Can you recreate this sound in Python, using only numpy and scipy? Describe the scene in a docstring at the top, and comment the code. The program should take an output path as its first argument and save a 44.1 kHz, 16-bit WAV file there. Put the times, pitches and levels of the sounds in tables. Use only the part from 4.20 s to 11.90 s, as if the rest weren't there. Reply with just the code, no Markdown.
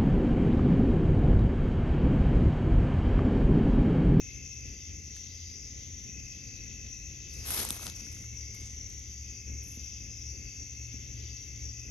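"""Among trees on a summer night: cricket choirs trill at several pitches over the broad buzz of katydids.
Crickets are tones gated by wing strokes with a diffuse echo; katydids and night air are shaped stereo noise.
Far engines drone below as wandering tones. Close by, cloth slides and rustles as grainy noise,
with a few snaps (millisecond noise bursts over knocks) and soft bumps (damped low rings)."""
import sys
import numpy as np
from scipy import signal
from scipy.fft import rfft, irfft
from scipy.io import wavfile

SR = 44100
rng = np.random.default_rng(int(sys.argv[2]) if len(sys.argv) > 2 else 0)


def store_pcm(level_fs):
    """Save levels as 16-bit WAV."""
    pcm = np.round(np.clip(level_fs, -1, 1) * 32767).astype(np.int16)
    wavfile.write(sys.argv[1], SR, np.atleast_2d(pcm).T)


N = 339570


def from_db(db):
    """Gain of a level in dB."""
    return 10 ** (np.asarray(db) / 20)


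def rms_one(x):
    """Scale to unit rms."""
    return x / np.sqrt(np.mean(x ** 2) + 1e-20)


def in_time(rows):
    """Columns of a table, interpolated to one value per sample."""
    time_s, *columns = np.transpose(rows)
    return [np.interp(np.arange(N) / SR, time_s, column) for column in columns]


def at_hz(points):
    """A table read at every FFT bin on a log-frequency axis."""
    bin_hz = np.maximum(np.arange(N // 2 + 1) * SR / N, 1)
    point_hz, value = np.array(points).T
    return np.interp(np.log(bin_hz), np.log(point_hz), value)


def drift(rate_hz):
    """Slow chance: noise through a double one-pole low-pass, unit rms, computed every 40 samples."""
    step, settle = 40, 2000  # samples, steps
    pole = np.exp(-2 * np.pi * rate_hz * step / SR)
    noise = rng.standard_normal(N // step + settle + 2)
    slow = signal.lfilter([1], [1, -2 * pole, pole * pole], noise)[settle:]
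    return np.interp(np.arange(N) / step, np.arange(len(slow)), rms_one(slow))


def colour(x, spectrum):
    """Filter by a spectrum in dB, then scale to unit rms."""
    return rms_one(irfft(rfft(x) * from_db(at_hz(spectrum)), N))


def wide_noise(spectrum, flicker_db, flicker_hz):
    """Diffuse noise at two microphone ports: their likeness and level lean vary with frequency."""
    # columns: freq_hz, left_right_likeness (0 to 1)
    likeness = [(60, 1), (130, 0.67), (290, 0.65), (640, 0.074), (1410, 0.015), (3100, 0.18), (6820, 0.92),
                (15000, 0.17)]
    # columns: freq_hz, left_minus_right_db
    lean = [(60, 2.5), (180, 1.5), (550, 1.5), (1650, 3), (4970, 3), (15000, 9.5)]
    mid, side = rfft(rng.standard_normal((2, N)))
    alike = np.clip(at_hz(likeness), 0, 1)
    signs = np.array([[1], [-1]])
    pair = np.sqrt(1 + alike) * mid + np.sqrt(1 - alike) * side * signs
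    pair *= from_db(at_hz(lean) / 2 * signs)
    pair[1] *= np.exp(-2j * np.pi * np.arange(N // 2 + 1) / N)  # right port one sample late
    return colour(irfft(pair, N), spectrum) * from_db(flicker_db * drift(flicker_hz))


def swell(since_s, length_s, rise_s, fall_s):
    """Gain that rises linearly, holds to the given length, then falls."""
    rise = since_s / rise_s
    fall = (length_s - since_s) / fall_s + 1
    return np.clip(np.minimum(rise, fall), 0, 1)


def trill(pitch_hz, strokes_per_s, sharpness, scatter_rad):
    """Each wing stroke is a short tone that sags in pitch, with a new phase and strength."""
    tempo_drift, sag_hz = .004, 70  # share of the stroke rate; fall over one stroke
    rate = strokes_per_s * (1 + tempo_drift * drift(3.8))
    stroke = np.cumsum(rate) / SR + rng.random()
    slip, strength = rng.standard_normal((2, 1000))
    which = stroke.astype(int)
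    sagging_hz = pitch_hz - sag_hz * (stroke % 1 - .5)
    phase = 2 * np.pi * np.cumsum(sagging_hz) / SR + scatter_rad * np.cumsum(slip)[which]
    pulse = np.abs(np.sin(np.pi * stroke)) ** sharpness
    return np.sin(phase) * pulse * from_db(0.28 * drift(16) + 1.6 * strength[which])


def wing_band(song, hz):
    """The wings radiate only near their own pitch."""
    width = .1  # share of the pitch passed to either side
    edges_hz = [hz * (1 - width), hz * (1 + width)]
    return signal.sosfilt(signal.butter(2, edges_hz, "band", fs=SR, output="sos"), song)


def among_trees(song, pan_db, echo_db):
    """The trunks scatter a song into a diffuse tail of its own at each port; unit rms."""
    wood_t60_s = 0.75
    t = np.arange(SR // 2) / SR
    tail = rng.standard_normal((2, len(t))) * from_db(-60 * t / wood_t60_s)
    echoes = rms_one(signal.fftconvolve(song[None], tail, axes=1)[:, :N])
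    direct = np.array([song, np.roll(song, 1)])  # right port one sample late
    mix = rms_one(direct) + from_db(echo_db) * echoes
    return rms_one(mix * from_db([[pan_db / 2], [-pan_db / 2]]))


def choir(hz, gain, spread_hz, strokes_per_s, sharpness, scatter_rad, pan_db, echo_db, count):
    """Crickets of one kind spread roughly evenly in pitch, each at its own tempo."""
    places = np.arange(count) - (count - 1) / 2 + rng.uniform(-.3, .3, count)
    places *= 2 / count
    places -= places.mean()
    song = np.zeros(N)
    for place in places:
        pitch_hz = hz + spread_hz * (place + .25 * drift(2.5))
        song += trill(pitch_hz, strokes_per_s * (1 + .03 * place), sharpness, scatter_rad)
    return gain * among_trees(wing_band(song, hz[-1]), pan_db, echo_db)


def on_curve(rows):
    """Pitch and gain of a choir that sings throughout."""
    hz, level_db = in_time(rows)
    return hz, from_db(level_db)


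def lone_trills():
    """Pitch and gain of a lone middle voice: each trill starts flat, climbs to its pitch and slowly fades."""
    # columns: start_s, length_s, settled_hz, start_db
    trills = [(-0.96, 1.42, 2585, -56.5), (1.84, 2.07, 2600, -58), (5.0, 1.75, 2596, -60),
              (7.5, .6, 2630, -59.5)]
    climb_hz, climb_s, edge_s, fade_db_per_s = 99.63, .13, 0.066, 0.55
    t, hz, gain = np.arange(N) / SR, np.zeros(N), np.zeros(N)
    for start_s, length_s, settled_hz, start_db in trills:
        since_s = t - start_s
        on = since_s >= 0
        hz[on] = settled_hz - climb_hz * np.exp(-since_s[on] / climb_s)
        gain += from_db(start_db - fade_db_per_s * since_s) * swell(since_s, length_s, edge_s, edge_s)
    return hz, gain


def surges():
    """Pitch and gain of the high choir: each surge swells fast, sinks and creeps up in pitch."""
    # columns: start_s, level_db (before rise and sink)
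    surge_rows = [(-.04, -48.5), (.3, -46), (.56, -47), (.92, -47), (1.3, -47), (1.82, -47.5),
                  (2.08, -49.5), (2.29, -47), (2.679, -48), (3.1, -48), (3.731, -45.5), (4.13, -45),
                  (4.548, -44), (4.9, -55), (5.26, -46.5), (5.619, -46), (5.99, -45.5), (6.338, -46),
                  (6.699, -46), (7.14, -46.5), (7.4, -44.5)]
    start_hz, floor_db = 5762, -53
    rise_s, sink_db_per_s, climb_hz_per_s = 0.026, 25, 120
    t, hz, gain = np.arange(N) / SR, np.zeros(N), np.full(N, from_db(floor_db))
    for start_s, level_db in surge_rows:
        since_s = np.maximum(t - start_s, 0)
        on = t >= start_s
        hz[on] = start_hz + climb_hz_per_s * since_s[on]
        surge = from_db(level_db - sink_db_per_s * since_s) * np.minimum(since_s / rise_s, 1)
        gain = np.maximum(gain, surge)
    return hz, gain


def cricket_choirs():
    """Five kinds of cricket: low, lone middle, high, farther middle and one thin low voice."""
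    # one row a kind: spread_hz, strokes_per_s, sharpness, scatter_rad, left_minus_right_db, echo_db
    kinds = [(74.9, 55, 1.9, 0.937, 3, 3), (8, 58.7, 2.2, 0.46, 8.5, -5.5),
             (60.07, 52, 0.57, 0.937, 7.5, -2), (40.05, 58, 1.8, 0.793, 3, -4),
             (8.276, 50, 0.38, 0.904, 14, 0.5)]
    # crickets in each choir
    counts = [4, 1, 5, 3, 1]
    # slowly drifting choirs, columns: time_s, wing_pitch_hz, level_db
    low_choir = [(0.0, 2160, -61), (0.23, 2130, -59.5), (0.32, 2102, -62.5), (3.19, 2110, -68),
                 (3.28, 2150, -60), (3.43, 2145, -59), (3.47, 2160, -63), (3.67, 2180, -59),
                 (3.77, 2140, -63.5), (4.24, 2168, -59), (4.97, 2173, -65.5), (5.38, 2170, -61),
                 (5.49, 2164, -72), (5.53, 2145, -65), (7.27, 2134, -63.5), (7.4, 2190, -58),
                 (7.46, 2115, -70), (7.7, 2067, -68)]
    far_choir = [(0, 2632, -61), (.4, 2620, -57), (.5, 2640, -59.5), (1, 2652, -63.5), (1.8, 2628, -67),
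                 (2, 2647, -63), (3.8, 2640, -63), (4.1, 2665, -63), (4.7, 2673, -69), (6.9, 2656, -62),
                 (7.7, 2640, -62.5)]
    thin_voice = [(0, 1967, -83), (1.3, 1988, -68), (5.1, 1977, -67.5), (5.4, 1976, -76), (6.4, 1992, -72),
                  (6.7, 1974, -70), (7.7, 1987, -68)]
    songs = [on_curve(low_choir), lone_trills(), surges(), on_curve(far_choir), on_curve(thin_voice)]
    return sum(choir(*song, *kind, count=n) for song, kind, n in zip(songs, kinds, counts))


def phrases():
    """Crickets in short phrases: each glides from its first pitch, with soft ends, sung by two neighbours."""
    # columns: start_s, length_s, first_hz, glide_hz, gain_db
    phrase_rows = [(0.0, 0.98, 4970, 50.5, -62.5), (.38, 0.26, 4850, 50.5, -58.5),
                   (.76, 0.3, 4400, 48.5, -65), (.62, 0.38, 4895, 170, -68), (1.08, 0.435, 5100, 80, -55.5),
                   (1.04, 0.3, 4800, -40, -59), (1.25, .28, 4830, 29.5, -61), (1.93, .2, 4870, 19, -60),
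                   (1.96, 0.37, 4960, 30, -61.5), (2.15, 0.33, 4680, -9.5, -62),
                   (2.44, 0.36, 4950, 11, -66), (2.9, 0.32, 4880, 50.5, -62), (3.08, 0.36, 5060, 49.5, -53),
                   (3.07, 0.2, 4510, 51, -60), (3.58, .3, 4800, 39.5, -60), (3.74, 0.22, 5000, 50, -59),
                   (4.14, 0.33, 4970, 11, -59), (4.16, .4, 4800, -20.5, -67), (4.76, .3, 4930, 20, -60),
                   (4.86, 0.35, 4760, 61, -62), (4.9, .3, 4613, 19, -67), (5.02, 0.29, 5020, 29, -61),
                   (5.3, 0.26, 4930, 32, -62), (5.54, 0.29, 4880, 190, -57.5), (5.8, 0.32, 5100, 52, -53.5),
                   (6.05, 0.36, 4674, -9, -59), (6.28, 0.55, 4847, 122, -67), (6.42, .33, 4420, 1, -68),
                   (6.86, 0.3, 4950, 19, -65), (6.9, .36, 4750, 30, -61.5), (6.92, .3, 4520, -2, -68),
                   (7.25, 0.3, 4850, 43.5, -61), (7.3, .3, 4680, 30, -68), (7.48, 0.25, 4996, 93, -60)]
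    # pitch offsets of the two neighbours [Hz]
    neighbours_hz = [-25, 22.13]
    strokes_per_s, slip_rad, edge_s, pan_db, echo_db = 55, .85, 0.044, 7, 3.5
    song, t = np.zeros(N), np.arange(N) / SR
    voices = [(np.full(N, 5000.), np.zeros(N)) for _ in range(4)]  # pitch, gain; phrases take turns
    for k, (start_s, length_s, first_hz, glide_hz, gain_db) in enumerate(phrase_rows):
        pitch_hz, gain = voices[k % 4]
        on = (t >= start_s) & (t < start_s + length_s)
        part = (t[on] - start_s) / length_s
        to_end_s = length_s * np.minimum(part, 1 - part)
        pitch_hz[on] = first_hz + glide_hz * part ** 0.86
        gain[on] = from_db(gain_db) * np.minimum(1, to_end_s / edge_s)
    for k, (pitch_hz, gain) in enumerate(voices):
        rate = strokes_per_s + 3.0 * (k - 1)
        pair = sum(trill(pitch_hz + hz + 20 * drift(8), rate, 1.5, slip_rad) for hz in neighbours_hz)
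        song += gain * rms_one(pair)
    song = wing_band(song, 4870)
    return song.std() * among_trees(song, pan_db, echo_db)


def katydids():
    """Far katydids swell together: flickering noise on a level curve."""
    # columns: freq_hz, density_db (relative, per Hz)
    spectrum = [(2500, -23), (2900, -4), (3150, -1.5), (3650, -3), (3950, -13), (4150, -18), (4500, -6),
                (4950, 1), (5180, -10.5), (5350, -5), (5600, -55)]
    # columns: time_s, level_db
    song = [(0, -61.5), (.45, -61), (.67, -61), (.82, -66.5), (.98, -59), (1.29, -59.5), (1.4, -63),
            (1.55, -60), (2.03, -64.5), (2.15, -61), (2.7, -60), (2.82, -69), (2.95, -58.5), (3.75, -60.5),
            (4.1, -64.5), (4.55, -61.5), (5.1, -62.5), (5.4, -65.5), (5.7, -58.5), (6.25, -66), (7.05, -58),
            (7.7, -66)]
    [level_db] = in_time(song)
    return from_db(level_db) * wide_noise(spectrum, 1.63, 8.9)


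def rasp():
    """A thinner rasp between the choirs: narrower noise with hollows in its level."""
    # columns: freq_hz, density_db (relative, per Hz)
    spectrum = [(3500, -34), (3800, 3.5), (4100, -3), (4450, -0.5), (4700, -57)]
    # columns: time_s, level_db
    song = [(0, -71), (.6, -74), (.8, -74), (.95, -67), (1.25, -64), (1.4, -74), (1.52, -69), (1.82, -67),
            (2.0, -78), (2.3, -68), (2.55, -74), (2.9, -66), (3.7, -69), (4.1, -76), (4.55, -71),
            (4.95, -72), (5.12, -88), (5.42, -76), (5.6, -73), (6.02, -73), (6.15, -80), (6.33, -80),
            (6.45, -70), (6.8, -78), (7.06, -66), (7.7, -81)]
    [level_db] = in_time(song)
    return from_db(level_db) * wide_noise(spectrum, 2.7, 10.0)


def buzz():
    """Broad insect buzz: two unbroken bands of noise with a slight flicker."""
    # columns: freq_hz, density_db (relative, per Hz)
    middle = [(5300, -35.5), (5600, -2.5), (5900, -0.5), (6500, 2.5), (6750, -5), (7130, -15.5),
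              (7600, -38), (8200, -103)]
    high = [(8300, -48), (9200, -9.5), (10000, -20), (10700, -7), (11500, -1.5), (12000, -7), (12900, -11),
            (13600, -33), (14300, -69)]
    return from_db(-47) * wide_noise(middle, 0.8, 22.0) + from_db(-67) * wide_noise(high, 0.67, 15.0)


def drones():
    """Engine notes blurred by distance: tones whose size and phase wander."""
    # columns: time_s, drifting_note_hz, its gain_db, gain_db of each of three steady notes
    drone_rows = [(0, 115.7, -57, -58, -70, -67), (.8, 112.6, -64, -58, -50.5, -57),
                  (2.3, 114.7, -56, -66, -57, -62.5), (2.9, 115.9, -56.5, -54, -56, -61.5),
                  (3.9, 112.5, -57, -56, -57, -62), (4.3, 109.7, -51.5, -45, -66, -63),
                  (4.9, 110.5, -56, -46.5, -61, -71), (5.9, 111.5, -54.5, -46.5, -56, -66),
                  (6.3, 115.1, -53.5, -52.5, -61, -73), (6.85, 115, -47, -41, -65, -52),
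                  (7.2, 113, -52.5, -50, -72, -63), (7.7, 116, -50.5, -51, -71, -64)]
    # pitches of the steady notes [Hz]
    steady_hz = [69.16, 82.9, 131.3]
    drifting_hz, *gains_db = in_time(drone_rows)
    notes_hz = [drifting_hz] + [np.full(N, hz) for hz in steady_hz]
    out = np.zeros(N)
    for hz, gain_db in zip(notes_hz, gains_db):
        phase = 2 * np.pi * np.cumsum(hz) / SR
        tone = (2.14 + drift(2.8)) * np.sin(phase) + drift(3.8) * np.cos(phase)
        out += from_db(gain_db) * rms_one(tone)
    return out * np.array(from_db([[.9], [-.9]]))


def night_air():
    """Night air, from far traffic up to the farthest insects: broad noise that swells and ebbs."""
    # columns: freq_hz, density_db (relative, per Hz)
    spectrum = [(20, -48), (33, -31), (44, -2), (70, 0.5), (130, -12), (250, -15.5), (500, -27),
                (1100, -52.5), (1700, -35.5), (2400, -25), (3600, -45), (4050, -57), (4500, -43),
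                (5200, -39), (5500, -30), (7500, -76), (9000, -84)]
    # columns: time_s, swell_db (only its departure from the mean counts)
    swell_rows = [(0, -60), (.6, -61.5), (2.1, -62.5), (2.5, -60.5), (3.8, -61.5), (4.6, -63), (7.7, -62)]
    [swell_db] = in_time(swell_rows)
    return from_db(-48.5 + swell_db - swell_db.mean()) * wide_noise(spectrum, 1.7, 5.4)


def handling():
    """Gains of fine hiss, coarse hiss and body over time: the main slide of cloth and small brushes."""
    # columns: time_s, fine_hiss_db, body_over_fine_db
    slide = [(3.05, -88, -3), (3.13, -62, -7), (3.23, -59, 4), (3.285, -35.5, -3), (3.32, -35, -2.5),
             (3.355, -36.5, -0.5), (3.4, -34, 0.5), (3.435, -37.5, 1), (3.444, -40, 2), (3.48, -47.5, 5.5),
             (3.51, -41.5, -4), (3.6, -54.5, 4.5), (3.63, -46.5, 2), (3.645, -44.5, -6), (3.675, -48, 7.5),
             (3.72, -61.5, 4.5), (4.02, -63.5, -4), (4.1, -78, 5)]
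    # columns: start_s, length_s, fine_hiss_db, coarse_over_fine_db, body_over_fine_db
    brushes = [(0.94, 0.017, -72, 4, 2), (4.122, 0.094, -82, 3, 10), (4.326, .03, -60, -17, -1),
               (4.393, 0.1, -77, 9, 10), (4.682, 0.026, -83, 11, 8), (4.778, 0.029, -86, 6, -1),
               (5.418, .1, -57.5, -50, -36), (5.54, 0.096, -67.5, -41, -8)]
    slide_coarse_db, brush_rise_s, brush_fall_s = -11.5, 0.02, 0.068
    t = np.arange(N) / SR
    fine_db, body_db = in_time(slide)
    over_fine = np.array([np.ones(N), np.full(N, from_db(slide_coarse_db)), from_db(body_db)])
    gains = from_db(fine_db) * over_fine
    for start_s, length_s, hiss_db, coarse_db, over_db in brushes:
        levels = from_db(hiss_db + np.array([[0], [coarse_db], [over_db]]))
        gains += levels * swell(t - start_s, length_s, brush_rise_s, brush_fall_s)
    return gains


def rustle():
    """Fibres slip in dense uneven grains with sharper crackles, which feed both hiss and body of the rub."""
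    # columns: freq_hz, density_db (relative, per Hz)
    fine_spectrum = [(8800, -30), (9500, -8), (10200, -2), (11200, 0), (12200, -7), (12700, -17),
                     (13100, -45), (13600, -80)]
    coarse_spectrum = [(6500, -30), (7500, -5), (8200, -3), (9000, 0), (9600, -4), (10300, -25),
                       (12000, -70)]
    rub_spectrum = [(80, -2), (180, 5), (500, 5), (1200, 2), (2400, -0.5), (3500, 2), (5500, 0), (7000, 0),
                    (8200, -48), (9000, -78), (11000, -70)]
    # the rub is on the left of the housing, which shades the right port
    # columns: freq_hz, gain_db
    shade = [(200, -0.5), (700, -6), (2000, 0.5), (3500, -7.5), (4600, -14), (6000, -6), (8000, -33)]
    # columns: freq_hz, phase_lag_rad
    shade_lag = [(200, 0.11), (1000, 1.47), (3000, 2.1), (4500, 0.98), (8000, 2.9)]
    fine, coarse, body = handling()
    crackles_per_s = 1100
    crackle_db = 5.5 + 3.0 * np.minimum(rng.exponential(1, N), 2.4)
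    crackle = (rng.random(N) < crackles_per_s / SR) * from_db(crackle_db)
    crackle = signal.lfilter([1], [1, -.88], crackle)  # each dies away over some samples
    grains = rng.standard_normal(N) * (from_db(2.7 * drift(70)) + crackle / 2.7)
    hiss = fine * colour(grains, fine_spectrum) + coarse * colour(grains, coarse_spectrum)
    # the ports hear the same rub in the lows and ever more different ones above
    own = signal.lfilter([1, -.9], [1], rng.standard_normal((2, N))) * from_db(2.2 * drift(125))
    left, right = colour(rms_one(grains) + 2.34 * own, rub_spectrum)
    shading = from_db(at_hz(shade)) * np.exp(-1j * at_hz(shade_lag))
    right = irfft(rfft(right) * shading, N)
    return hiss + body * np.array([left, right])


def band_pass(x, order, band_hz):
    """Butterworth band-pass."""
    return signal.sosfilt(signal.butter(order, band_hz, "band", fs=SR, output="sos"), x)


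def snaps():
    """Each snap is a millisecond burst of cracks in treble and middle, over a short knock at its own pitch."""
    # columns: start_s, treble_gain_db, middle_gain_db, knock_gain_db, knock_hz
    snap_rows = [(0.9653, -42, -45, -48.5, 1760), (3.1388, -39, -49, -65, 1510),
                 (3.305, -21, -34, -35, 1490), (3.4498, -17.5, -36, -36, 900),
                 (3.488, -23.5, -32, -52, 1900), (3.5045, -17, -22.5, -36, 1110),
                 (3.525, -40, -45, -60, 1500), (3.57, -50, -50, -52, 1100), (3.595, -48, -47, -43.5, 1200),
                 (3.621, -42, -49, -46, 800), (3.633, -44, -50, -43, 1300), (3.6391, -29, -50, -53, 700),
                 (3.6665, -25, -25, -40, 1340), (3.6725, -48, -52, -46, 700), (3.6984, -34, -30, -55, 1500),
                 (3.759, -41, -48, -64, 1490), (3.803, -43, -50, -66, 1497), (3.8486, -46, -52, -64, 1500),
                 (3.867, -60, -54, -53, 1600), (3.8786, -51, -50, -66, 799), (3.916, -46, -52, -65, 1500),
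                 (3.927, -42, -50, -68, 1490), (3.968, -56, -54, -55, 1510), (3.9858, -49, -56, -68, 1500),
                 (4.0192, -49, -56, -68, 700), (4.042, -55, -58, -54, 1450), (4.348, -39, -52.5, -59, 1200),
                 (4.6987, -45, -56.5, -67, 1400), (4.796, -50, -54, -72, 1500)]
    # treble band, then middle band: low_edge_hz, high_edge_hz
    bands_hz = [(7620, 11900), (2470, 7300)]
    burst_ms, knock_ms = 1.1, .65  # time to the height of each
    air_hz, air_db = (13600, 15800), -22  # thin top over the treble burst
    bursts, knocks, t_ms = np.zeros((2, N)), np.zeros(N), np.arange(300) / SR * 1000
    cracks = .65 * rng.standard_normal((len(snap_rows), 2, len(t_ms)))
    burst_shape = (t_ms / burst_ms * np.exp(1 - t_ms / burst_ms)) ** 2
    knock_shape = t_ms / knock_ms * np.exp(1 - t_ms / knock_ms)
    for (start_s, treble_db, middle_db, knock_db, knock_hz), crack in zip(snap_rows, cracks):
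        at = round(start_s * SR)
        span = slice(at, at + len(t_ms))
        crack[:, round(burst_ms * SR / 1000)] = 6  # one crack stands out at the height of the burst
        bursts[:, span] += from_db([[treble_db], [middle_db]]) * crack * burst_shape
        knocks[span] += from_db(knock_db) * knock_shape * np.sin(2 * np.pi * knock_hz * t_ms / 1000)
    treble, middle = [band_pass(burst, 6, band) for band, burst in zip(bands_hz, bursts)]
    treble += from_db(air_db) * band_pass(bursts[0], 4, air_hz)
    return treble + (middle + knocks) * from_db([[2.2], [-2.2]])


def bumps():
    """A soft knock on the housing sets a low, quickly damped ring going."""
    # columns: start_s, gain_db (before onset and decay)
    bump_rows = [(1.892, -32), (3.508, -25), (3.682, -32), (5.574, -29.5), (6.742, -29.5)]
    ring_hz, t60_s, onset_s = 201, 0.018, 0.0013
    out, t = np.zeros(N), np.arange(4000) / SR
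    for start_s, gain_db in bump_rows:
        at = round(start_s * SR)
        ring = from_db(gain_db - 60 * t / t60_s) * np.sin(2 * np.pi * ring_hz * t)
        out[at:at + len(t)] += ring * (1 - np.exp(-t / onset_s))
    return out


def scene():
    """Insects, far engines, night air and the handling close by."""
    insects = cricket_choirs() + phrases() + katydids() + rasp() + buzz()
    return insects + drones() + night_air() + rustle() + snaps() + bumps()


def record(dry):
    """Both channels share the right port's treble, inverted and slightly late on the left; the top is cut."""
    split_hz, treble_lag_samples, cutoff_hz = 7900, 13, 16500
    low = signal.sosfiltfilt(signal.butter(6, split_hz, fs=SR, output="sos"), dry)
    treble = (dry - low)[1]
    out = low + np.array([-np.roll(treble, treble_lag_samples), treble])
    return signal.sosfilt(signal.cheby2(12, 70, cutoff_hz, fs=SR, output="sos"), out)


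dry = scene()
out = record(dry)
store_pcm(out)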